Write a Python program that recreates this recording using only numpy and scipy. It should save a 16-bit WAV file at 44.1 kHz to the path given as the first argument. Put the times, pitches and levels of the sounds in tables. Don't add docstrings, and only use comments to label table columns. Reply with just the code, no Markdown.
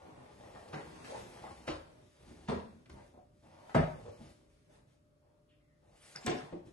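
import sys
import numpy as np
from scipy import signal
from scipy.fft import rfft, irfft
from scipy.io import wavfile
from scipy.ndimage import uniform_filter1d

SR = 44100
rng = np.random.default_rng(int(sys.argv[2]) if len(sys.argv) > 2 else 0)


def put_to_file(sound):
    columns = np.atleast_2d(sound).T
    safe = np.clip(columns, -1, 1)
    whole_steps = np.round(safe * 32767)
    wavfile.write(sys.argv[1], SR, whole_steps.astype(np.int16))


def how_loud(loudness_db):
    steps = np.asarray(loudness_db, float) / 20
    return 10 ** steps


N = 296352

# [start t/s, length t/s, level/dB, box resonance f/Hz, upper panel level re box/dB]
SHOVES = [(0, 0.31, -58.5, 507, 2), (0.393, 0.4, -59, 520, -2), (0.788, 0.39, -56.5, 442, 3.5),
          (1.077, 0.076, -44, 512, -4), (1.24, 0.2, -61, 470, 1.5), (1.447, 0.065, -60.5, 580, 3),
          (1.573, 0.23, -67.5, 424, 3), (1.815, 0.17, -61, 527, -9), (2.16, 0.32, -68, 466, -3),
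          (2.694, 0.1, -70.5, 490, -2), (2.933, 0.11, -60, 535, -1), (3.14, 0.055, -60, 586, -18),
          (3.434, 0.39, -65.5, 566, 8), (3.95, 0.058, -56, 496, -6), (4.058, 0.024, -49.5, 490, -10.5),
          (4.13, 0.17, -67, 534, -1.5), (4.4, 0.34, -77, 523, -17), (4.69, 0.074, -66, 473, -1.5),
          (4.85, 0.09, -78, 547, -6.5), (5.223, 0.16, -75, 527, -2.5), (5.832, 0.12, -72, 503, -5.5),
          (6.022, 0.12, -76, 540, 2), (6.17, 0.09, -62, 430, 4.5), (6.393, 0.12, -57, 430, 1.5),
          (6.632, 0.12, -63, 380, -16)]
# [t/s, level/dB]
SLIDE = [(0, -67), (.7, -65.5), (1.0, -55.5), (1.65, -64.5), (2.1, -69), (2.16, -67.5), (2.45, -67.5),
         (2.83, -73.5), (3.3, -88), (3.45, -73.5), (3.72, -63), (4.3, -70.5), (4.4, -76), (5.15, -99),
         (5.72, -92), (6.02, -67), (6.4, -59), (6.65, -96)]
# [start t/s, length t/s, level/dB]
SCUFFS = [(1.04, 0.016, -50), (1.12, 0.072, -58.5), (2.27, 0.028, -75), (2.89, .18, -71.5),
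          (3.67, 0.065, -71), (4.22, 0.083, -71), (4.5, 0.26, -77), (4.7, 0.041, -68.5), (4.88, 0.057, -78),
          (6.03, 0.11, -66.5), (6.66, 0.028, -67.5)]
# [start t/s, length t/s, level/dB]
PAWS = [(.03, 0.18, -50), (.3, 0.48, -57), (.85, 0.37, -50), (1.2, 0.17, -56), (1.4, .13, -54.5),
        (1.58, 0.12, -58), (1.85, 0.21, -55), (2.2, 0.089, -59.5), (2.28, 0.3, -58.5), (2.68, 0.22, -55),
        (2.92, 0.049, -49.5), (3.0, 0.18, -63), (3.15, 0.23, -68), (3.43, 0.31, -60.5),
        (3.95, 0.084, -55.5), (4.08, 0.058, -62), (4.19, 0.12, -57), (4.38, 0.087, -61), (4.5, 0.045, -71),
        (4.6, 0.22, -65), (4.9, 0.18, -78), (5.85, 0.46, -71), (6.4, 0.15, -56), (6.62, 0.054, -54.5)]
# [f/Hz, density level/dB per Hz]
GRIT_SPECTRUM = [(150, -32), (250, -4.5), (443, -4.5), (522, -16.5), (576, -12), (867, -11.5), (1040, -4.5),
                 (9780, -14.5), (11700, -19), (12500, -105), (16200, -98), (22000, -120)]
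# [f/Hz, density level/dB per Hz]
BOARD_SPECTRUM = [(15, -82), (25, -45), (54, -4), (128, -3), (263, -4.5), (356, -1), (400, -2), (520, -43),
                  (880, -120)]
# [t/s, blow level/dB, thud level re blow/dB, tick level re blow/dB, rattle length t/s]
KNOCKS = [
    (0.73, -35.5, -11.5, -15.5, 0.025),
    (1.675, -32.5, -11, -12.5, 0.021),
    (2.484, -31.5, -6, -12, 0.031),
    (3.746, -22, -7.5, -14.5, 0.019),
    (6.261, -27.5, -5.5, -11, 0.037),
    (6.523, -41, -5.5, -20, 0.018),
]
# [f/Hz, level/dB, t60 t/s]
LOW_RINGS = [
    [(152, 13.5, 0.2), (202, 0, 0.28), (318, -26, 5.0), (418, 4, 1.9)],
    [(149, 2.5, 0.19), (214, -30, 0.72), (310, 2.5, 0.18), (365, -1, 0.15)],
    [(90.2, -23, 0.76), (126, -3, 0.25), (185, 5.5, 0.38), (193, -16, 0.75), (380, 2, 0.34)],
    [(152, 5, 0.3), (184, 0.5, .5), (264, -21, 2.6), (344, -28, 0.8)],
    [(155, -3, 0.3), (272, -3, 0.94), (358, -6, 0.17), (350, -7, 0.18), (419, 4.5, .5)],
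    [(108, -25, 5.0), (181, -5, 0.36), (350, 7, 0.34)],
]
# [f/Hz, level/dB, t60 t/s]
HIGH_RINGS = [
    [(696, -31, 0.77), (1420, -21, 2.0), (1690, -11, 0.056), (1990, 0.5, 2.5)],
    [(540, 5.5, 1.4), (1033, 1.5, 1.6), (1300, -5, 0.17), (1700, -32, 0.89)],
    [(470, 3, 0.079), (657, -14, 0.3), (970, -4, 0.99), (1900, -17, 0.24)],
    [(598, 5, 0.89), (718, 2, 0.19), (910, -47, 0.49), (1114, -24, 0.083), (1273, -12.5, 0.18),
     (2030, -16, 0.03)],
    [(503, -30, 0.99), (710, 8.5, 0.68), (1041, 5, 0.87), (1940, -24, 0.68)],
    [(490, -9, 0.16), (767, -2, 5.0), (1044, -36, 1.3)],
]
DULL_HZ = [2320, 2400, 1850, 2380, 1010, 930]
CRACK = [.47, 0.01, 0.37, 0.58, 0.29, 0.6]
# [t/s, blow level/dB, thud level re blow/dB, tick level re blow/dB, ring f/Hz]
TAPS = [(0.435, -53, -11, -29, 765), (0.548, -47.5, -7, -17, 745), (1.043, -49.5, -9.5, -4, 284),
        (1.437, -51, -34, -35, 810), (2.307, -55.5, -1, -13, 255), (2.856, -67, -16, -4, 598),
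        (2.895, -49.5, -10.5, -11, 397), (2.939, -63, -14, -18, 250), (3.694, -48.5, -23.5, -11, 790),
        (4.058, -50.5, -8, -14.5, 468), (4.201, -53, -7, -33, 234), (6.156, -51.5, -14, -10, 816),
        (6.672, -70, 4, -14, 336)]
# [f/Hz, density level/dB per Hz]
CARD_SPECTRUM = [(25, -52), (45, -24.5), (150, -12.5), (600, -10), (1000, -17.5), (1700, -31),
                 (3000, -30.5), (6000, -59)]
# [f/Hz, density level/dB per Hz]
TICK_SPECTRUM = [(700, -9), (1300, 5.5), (2500, -2.5), (4500, -12), (7000, -20), (9500, -21), (11600, -31),
                 (12600, -63)]
# [t/s, level/dB, f/Hz, length t/s]
REBOUNDS = [(2.488, -34.5, 175, 0.015), (3.776, -24.5, 154, 0.022), (4.076, -47.5, 105, 0.013),
            (6.242, -42, 250, 0.018), (6.268, -32.5, 345, 0.024), (6.54, -47.5, 186, 0.021),
            (2.948, -62.5, 910, 0.036), (1.135, -46, 880, 0.022), (1.11, -46, 540, 0.029),
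            (1.435, -46.5, 850, 0.011), (6.41, -53, 142, 0.03), (1.70, -50, 77.6, 0.062),
            (6.272, -40, 165, 0.023), (4.198, -53, 229, 0.018), (4.055, -51, 480, 0.015),
            (3.77, -36, 84, 0.029), (3.76, -46.5, 45, .05), (1.69, -54, 46, .04), (2.53, -47, 83, 0.045),
            (2.9, -53, 73, 0.031), (3.75, -29.5, 256, .007), (3.747, -32, 660, 0.012),
            (3.785, -35.5, 600, .016), (3.82, -38, 630, .016), (3.88, -47, 620, .025),
            (2.515, -39.5, 401, 0.013), (2.545, -41, 205, .014), (2.58, -44.5, 202, .014),
            (2.64, -51.5, 220, 0.028), (2.54, -52.5, 950, 0.012), (1.085, -51, 466, 0.011),
            (1.455, -53, 770, 0.011), (1.5, -54.5, 800, 0.013), (1.682, -38.5, 325, 0.01),
            (3.17, -61.5, 730, 0.028), (6.522, -47, 450, .008), (6.54, -47, 345, 0.014),
            (6.147, -54.5, 150, .02), (6.67, -57, 340, .015), (4.01, -51.5, 110, 0.032),
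            (2.73, -56.5, 215, 0.029), (6.3, -38.5, 450, .014), (6.33, -40.5, 258, 0.018),
            (4.2, -55, 150, 0.046)]
# [t/s,
# level/dB, f/Hz, width f/Hz, length t/s]
TICKS_AND_RUSTLES = [(6.1585, -34.5, 4980, 420, 0.003), (6.159, -44, 7200, 1100, 0.0027),
                     (6.15, -44, 1500, 660, 0.016), (6.262, -31, 5760, 480, 0.0019),
                     (6.262, -29, 7530, 690, 0.0016), (6.262, -34.5, 10830, 1310, 0.00193),
                     (3.749, -43.5, 10200, 2600, 0.0087), (0.93, -66, 1680, 4600, 0.033),
                     (6.522, -59, 720, 300, 0.003), (2.6, -51, 2900, 3000, 0.0012), (0.68, -56, 4600, 3400, .014),
                     (1.667, -44, 2800, 3200, .012), (6.262, -44, 14000, 1500, .002), (5.492, -72, 2900, 500, .025),
                     (0.735, -48.5, 2500, 1800, .02), (1.677, -39, 3500, 1700, 0.014),
                     (1.695, -44.5, 3900, 2400, .02), (3.752, -48, 7600, 1300, 0.0055),
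                     (3.755, -38.5, 1900, 1100, .02), (1.045, -56, 6600, 5000, .004),
                     (2.897, -54.5, 2600, 3400, .006), (2.856, -59, 2400, 1800, .005),
                     (2.97, -63, 1600, 1400, 0.055), (1.1, -52, 4500, 3000, .02), (3.76, -45.5, 2400, 1100, 0.032),
                     (1.47, -56, 1200, 400, .02), (2.895, -58, 6500, 1500, .004),
                     (2.896, -60, 4500, 700, .008), (2.894, -61, 9500, 2500, .005), (2.904, -62, 4500, 700, .025),
           (2.903, -64, 6600, 900, 0.023), (2.918, -66, 10000, 2500, 0.032),
           (6.158, -47, 9500, 900, 0.0038), (6.163, -47.5, 4900, 700, .018), (6.162, -49, 2110, 900, .02),
           (5.953, -65, 2500, 1200, 0.022), (5.99, -66, 3010, 1200, .03), (6.0, -58, 9400, 1800, .04),
           (6.04, -55, 8300, 1800, .05), (6.09, -58, 9500, 2500, .05), (6.11, -59, 6500, 1500, .04),
           (6.22, -54, 2260, 1200, 0.03), (6.268, -39, 3700, 700, .005), (6.27, -43, 7900, 900, .005),
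           (1.676, -38, 2260, 1200, .006), (1.686, -37.5, 2240, 1200, 0.0075),
           (1.688, -40.5, 2900, 1400, 0.029), (1.72, -50.5, 3800, 2000, 0.044),
           (3.745, -28.5, 1040, 400, .004), (3.769, -38, 1304, 200, .018), (3.779, -36, 1760, 300, .012),
           (3.826, -43, 1334, 400, .01), (3.752, -30, 182, 50, 0.014), (3.78, -36, 365, 60, .016),
           (2.49, -37, 185, 50, .03), (5.5, -75.5, 1900, 500, 0.053), (3.75, -35, 1700, 800, 0.024),
           (3.79, -43, 1800, 900, 0.051), (.742, -49, 1700, 900, .04), (0.779, -56, 2000, 1000, 0.045),
           (1.461, -50.5, 1081, 300, .04), (5.953, -64, 7500, 2500, .04), (6.2, -55.5, 7400, 1500, .05),
           (6.23, -52, 4500, 2500, .03), (.726, -51, 2900, 1500, .006), (2.475, -49, 1800, 1800, .008),
           (6.291, -45, 5800, 1200, 0.023), (6.311, -42, 3300, 1200, 0.019),
           (6.365, -50.5, 5200, 1000, .02), (6.39, -49.5, 1300, 500, .035)]
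# [t/s, level/dB, f/Hz, width f/Hz]
TAIL_SWEEP = [
    (5.47, -108, 2950, 1300),
    (5.495, -84, 2950, 1400),
    (5.54, -88, 2800, 1350),
    (5.575, -102, 2700, 1300),
    (5.595, -104, 2080, 350),
    (5.61, -90, 2060, 350),
    (5.67, -97, 2050, 350),
    (5.7, -89, 1920, 350),
    (5.76, -101, 1900, 350),
    (5.85, -108, 1900, 350),
]
# [f/Hz, t60 t/s]
ROOM_T60 = [(60, 0.46), (250, 0.43), (700, 0.42), (2000, 0.48), (6000, 0.45), (12000, 0.49)]
# [f/Hz, side minus mid level/dB]
WIDE = [(60, -18.5), (130, -14), (270, -5.5), (590, 2), (1250, 2), (2680, -0.5), (5740, 0.5), (12300, -25)]
# [f/Hz, left minus right level/dB]
LEAN = [(60, 0.5), (170, -2), (500, 2), (1460, 1.0), (4230, 1.5), (12300, -0.5)]
# [f/Hz, density level/dB per Hz]
AIR_SPECTRUM = [(15, -62.5), (40, 3.5), (147, 2), (200, -7.5), (296, -3.5), (472, -15.5), (597, -7),
                (662, -21), (928, -25), (1200, -20.5), (1560, -27), (1870, -30), (12500, -36.5),
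                (16200, -84), (22000, -120)]
# [f/Hz, level/dB]
HUM = [(150.7, -80.5), (301.5, -89), (414.5, -87.5), (597.5, -80)]

AIR_DB = -70.5
PANEL_HZ = 733
EDGE_HZ = 11800
ATTACK_S, RELEASE_S = 0.022, 0.022
CHANGE_S = 0.024
RISE_SHARE, TAP_S = 0.23, 0.013


def drag():
    t = np.arange(N) / SR
    start, length, level, box_hz, panel_db = np.transpose(SHOVES)
    middle = start + length / 2
    box_hz, panel_db = np.interp(t, middle, box_hz), np.interp(t, middle, panel_db)
    slide = how_loud(np.interp(t, *np.transpose(SLIDE)))

    sizes = how_loud(2.5 * np.minimum(rng.exponential(1, N), 3.6))
    happens = rng.random(N) < 1500 / SR
    slips = sizes * happens * rng.choice([-1, 1], N)
    grip = how_loud(1.13 * evened(uniform_filter1d(rng.standard_normal(N), 900)))
    rub = grip * (evened(slips) + 0.6 * rng.standard_normal(N))

    hollow = evened(resonate(resonate(rub, box_hz, 210), box_hz, 300))
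    panel = evened(resonate(resonate(rub, PANEL_HZ, 310), PANEL_HZ, 940))
    panel = panel + 0.6 * colour(rub, GRIT_SPECTRUM, lo_hz=900, hi_hz=1900)
    hiss = colour(rng.standard_normal(N) + 0.39 * rub, GRIT_SPECTRUM, lo_hz=1550)
    joists = evened(resonate(rub, 90, 25) + resonate(rub, 159, 27))
    rumble = how_loud(-2.0) * (colour(rub, BOARD_SPECTRUM, hi_hz=313) + 0.53 * joists)

    box_gain = strokes(zip(start, length, level)) + how_loud(-12.5) * slide
    box = box_gain * (hollow + how_loud(panel_db) * panel)
    return box + (slide + strokes(SCUFFS)) * hiss + strokes(PAWS) * rumble


def strokes(rows):
    t, gain = np.arange(N) / SR, np.zeros(N)
    for s, length, db in rows:
        swell = np.clip((t - s) / ATTACK_S + 1, 0, 1) ** 2
        fade = np.exp(-np.maximum(t - s - length, 0) / RELEASE_S)
        gain += how_loud(db) * swell * fade
    return gain


def knock(s, blow_db, thud_db, tick_db, length, rise, rings, dull_hz, crack=0.47):
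    t = np.arange(16384) / SR
    onset = np.exp(-t / rise)
    shape = (1 - onset) * np.exp(-t / length) + crack * np.exp(-t / 0.0036)
    noise = rng.standard_normal(len(t))
    unevenness = evened(uniform_filter1d(rng.standard_normal(len(t)), 150))
    rattle = noise * how_loud(3.25 * unevenness)

    ring = np.zeros(len(t))
    for hz, db, t60 in rings:
        ring += how_loud(db) * evened(resonate(rattle * shape, hz, 34 + 1.45 / t60))
    body = evened(ring) + how_loud(-0.5) * evened(colour(rattle, CARD_SPECTRUM) * shape)
    body = signal.lfilter(*signal.butter(2, dull_hz, fs=SR), body)
    low = signal.lfilter(*signal.butter(2, 300, fs=SR), body)
    thud = low * (1 - np.exp(-t / 0.0048))

    tick_shape = (1 + 0.35 * crack - onset) * np.exp(-t / (0.53 * length))
    tick = colour(rattle, TICK_SPECTRUM, lo_hz=1500) * tick_shape
    layers = peaked(body - low) + how_loud(thud_db + 7.0) * peaked(thud) + how_loud(tick_db + 5.5) * peaked(tick)
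    return s, how_loud(blow_db) * layers


def burst(hz, width, length):
    t = np.arange(8192) / SR
    push = rng.standard_normal(len(t)) + 0.13 * np.cos(2 * np.pi * hz * t)
    push = push * t / length * np.exp(-2 * t / length)
    return peaked(resonate(resonate(push, hz, width), hz, 3 * width))


def tail_sweep():
    s, *columns = np.transpose(TAIL_SWEEP)
    t = np.arange(s[0], s[-1], 1 / SR)
    db, hz, width = (np.interp(t, s, c) for c in columns)

    def brush(band):
        noise = rng.standard_normal(len(t))
        for _ in range(3):
            noise = resonate(noise, hz, band)
        return evened(noise)

    broad, narrow = brush(width.max()), brush(width.min())
    share = (width - width.min()) / np.ptp(width)
    return s[0], how_loud(db) * (np.sqrt(share) * broad + np.sqrt(1 - share) * narrow)


def room():
    taps = np.zeros((2, SR))
    slots = np.arange(160, SR - 20, 20)
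    at = slots + rng.integers(0, 20, (2, len(slots)))
    np.put_along_axis(taps, at, rng.choice([-1., 1.], at.shape), 1)
    hz, t, z = signal.stft(taps, SR, nperseg=512)
    decay = how_loud(-60 * t / read(ROOM_T60, hz)[:, None])
    tail = signal.istft(z * decay, SR, nperseg=512)[1][:, :SR]
    direct = np.zeros_like(tail)
    direct[:, 16] = 1, 0.7
    direct, tail = ports(*direct), ports(*tail / np.linalg.norm(tail[0]))

    def heard(x, wet_db):
        response = (direct + how_loud(wet_db) * tail)[:, :SR * 2 // 3]
        return signal.fftconvolve(x[None], response, axes=1)

    return heard


def ports(a, b):
    hz = np.fft.rfftfreq(len(a), 1 / SR)
    wide, lean = how_loud(read(WIDE, hz)), how_loud(read(LEAN, hz) / 2)
    mid, side = rfft(a), 1j * rfft(b) * wide
    return irfft([(mid + side) * lean, (mid - side) / lean], len(a))


def lag(x):
    return np.array([(x[0] + np.roll(x[0], 1)) / 2, np.roll(x[1], 1)])


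def air():
    t = np.arange(N) / SR
    still = colour(ports(*rng.standard_normal((2, N))), AIR_SPECTRUM)
    waver = evened(uniform_filter1d(rng.standard_normal((len(HUM), N)), 9000))
    hum = np.zeros(N)
    for (hz, db), w in zip(HUM, waver):
        hum += how_loud(db + 2 + 2.3 * w) * np.sin(2 * np.pi * hz * t + 0.73 * w)
    return how_loud(AIR_DB) * still + hum * how_loud([[1.5], [-1.5]])


def evened(x):
    return x / np.sqrt(np.mean(x ** 2) + 1e-20)


def peaked(x):
    return x / abs(x).max()


def read(points, hz):
    f, value = np.transpose(points)
    return np.interp(np.log(hz + 1), np.log(f + 1), value)


def colour(x, points, lo_hz=0., hi_hz=99500.0):
    hz = np.fft.rfftfreq(x.shape[-1], 1 / SR) + 1
    edges = 1 / np.sqrt((1 + (lo_hz / hz) ** 4) * (1 + (hz / hi_hz) ** 4))
    return evened(irfft(rfft(x) * how_loud(read(points, hz)) * edges, x.shape[-1]))


def resonate(x, hz, width):
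    turn = np.exp(2j * np.pi * np.cumsum(hz * np.ones(len(x))) / SR)
    r = np.exp(-np.pi * width / SR)
    return 2 * (turn * signal.lfilter([1 - r], [1, -r], x / turn + 1e-18)).real


def add(mix, s, sound):
    part = mix[:, round(s * SR):][:, :sound.shape[1]]
    part += sound[:, :part.shape[1]]


def scene():
    rooms = [room() for _ in range(3)]
    t = np.arange(N) / SR
    mix = air()

    dragging = drag()
    for k, heard in enumerate(rooms):
        share = np.sqrt(2 / 3) * np.cos(np.pi * t / 0.9 + k * np.pi / 3)
        mix += how_loud(-9.0) * heard(dragging * share, wet_db=-0.5)[:, :N]

    blows = []
    for row, low, high, dull_hz, crack in zip(KNOCKS, LOW_RINGS, HIGH_RINGS, DULL_HZ, CRACK):
        blows.append(knock(*row, RISE_SHARE * row[-1], low + high, dull_hz, crack))
    for *row, hz in TAPS:
        rings = [(hz, 0, 0.06), (2.5 * hz, -8, 0.04)]
        blows.append(knock(*row, TAP_S, 0.0058, rings, 3.5 * hz))
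    for s, db, hz, length in REBOUNDS:
        add(mix, s, how_loud(db + 2.5) * rooms[0](burst(hz, 45 + 0.06 * hz, length), wet_db=-6))
    blows.append(tail_sweep())
    struck = np.zeros((1, N))
    for s, sound in blows:
        add(struck, s, sound[None])

    deep = signal.filtfilt(*signal.butter(2, 260, fs=SR), struck[0])
    mix += how_loud(3.0) * rooms[0](deep, wet_db=-5)[:, :N]
    for k, heard in enumerate(rooms):
        share = np.sqrt(2 / 3) * abs(np.cos(np.pi * t / CHANGE_S + k * np.pi / 3))
        mix += how_loud(-1) * heard((struck[0] - deep) * share, wet_db=5.5)[:, :N]

    for k, (s, db, hz, width, length) in enumerate(TICKS_AND_RUSTLES):
        add(mix, s, how_loud(db) * lag(rooms[k % 3](burst(hz, width, length), wet_db=-12)))
    return mix


def thin_treble(x):
    hz, t, z = signal.stft(x, SR, nperseg=1024)
    f = hz[:, None]
    luck = rng.standard_normal((len(t) // 5 + 1, len(hz) // 5 + 1)).T
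    luck = np.repeat(np.repeat(luck, 5, 0), 5, 1)[:len(hz), :len(t)]
    level_db = 10 * np.log10(uniform_filter1d((abs(z) ** 2).sum((0, 1)), 3) + 1e-14)
    need = 0.085 * (level_db - np.median(level_db)) * (f / EDGE_HZ) ** 3
    kept = (luck + need + 0.5 * f / EDGE_HZ < 1.5) | (f < 2800)
    top = (abs(z[:, hz > EDGE_HZ]) ** 2).sum((0, 1))
    sharp = top > 0.9 * top.max()
    z = z * np.where(kept | sharp, 1, how_loud(-30)) * ((f < EDGE_HZ) | sharp)
    return signal.istft(z, SR, nperseg=1024)[1][:, :N]


def roll_off(x):
    return signal.sosfilt(signal.butter(12, 12870, fs=SR, output="sos"), x)


def record(dry):
    mix = thin_treble(dry)
    return roll_off(mix)


dry = scene()
out = record(dry)
put_to_file(out)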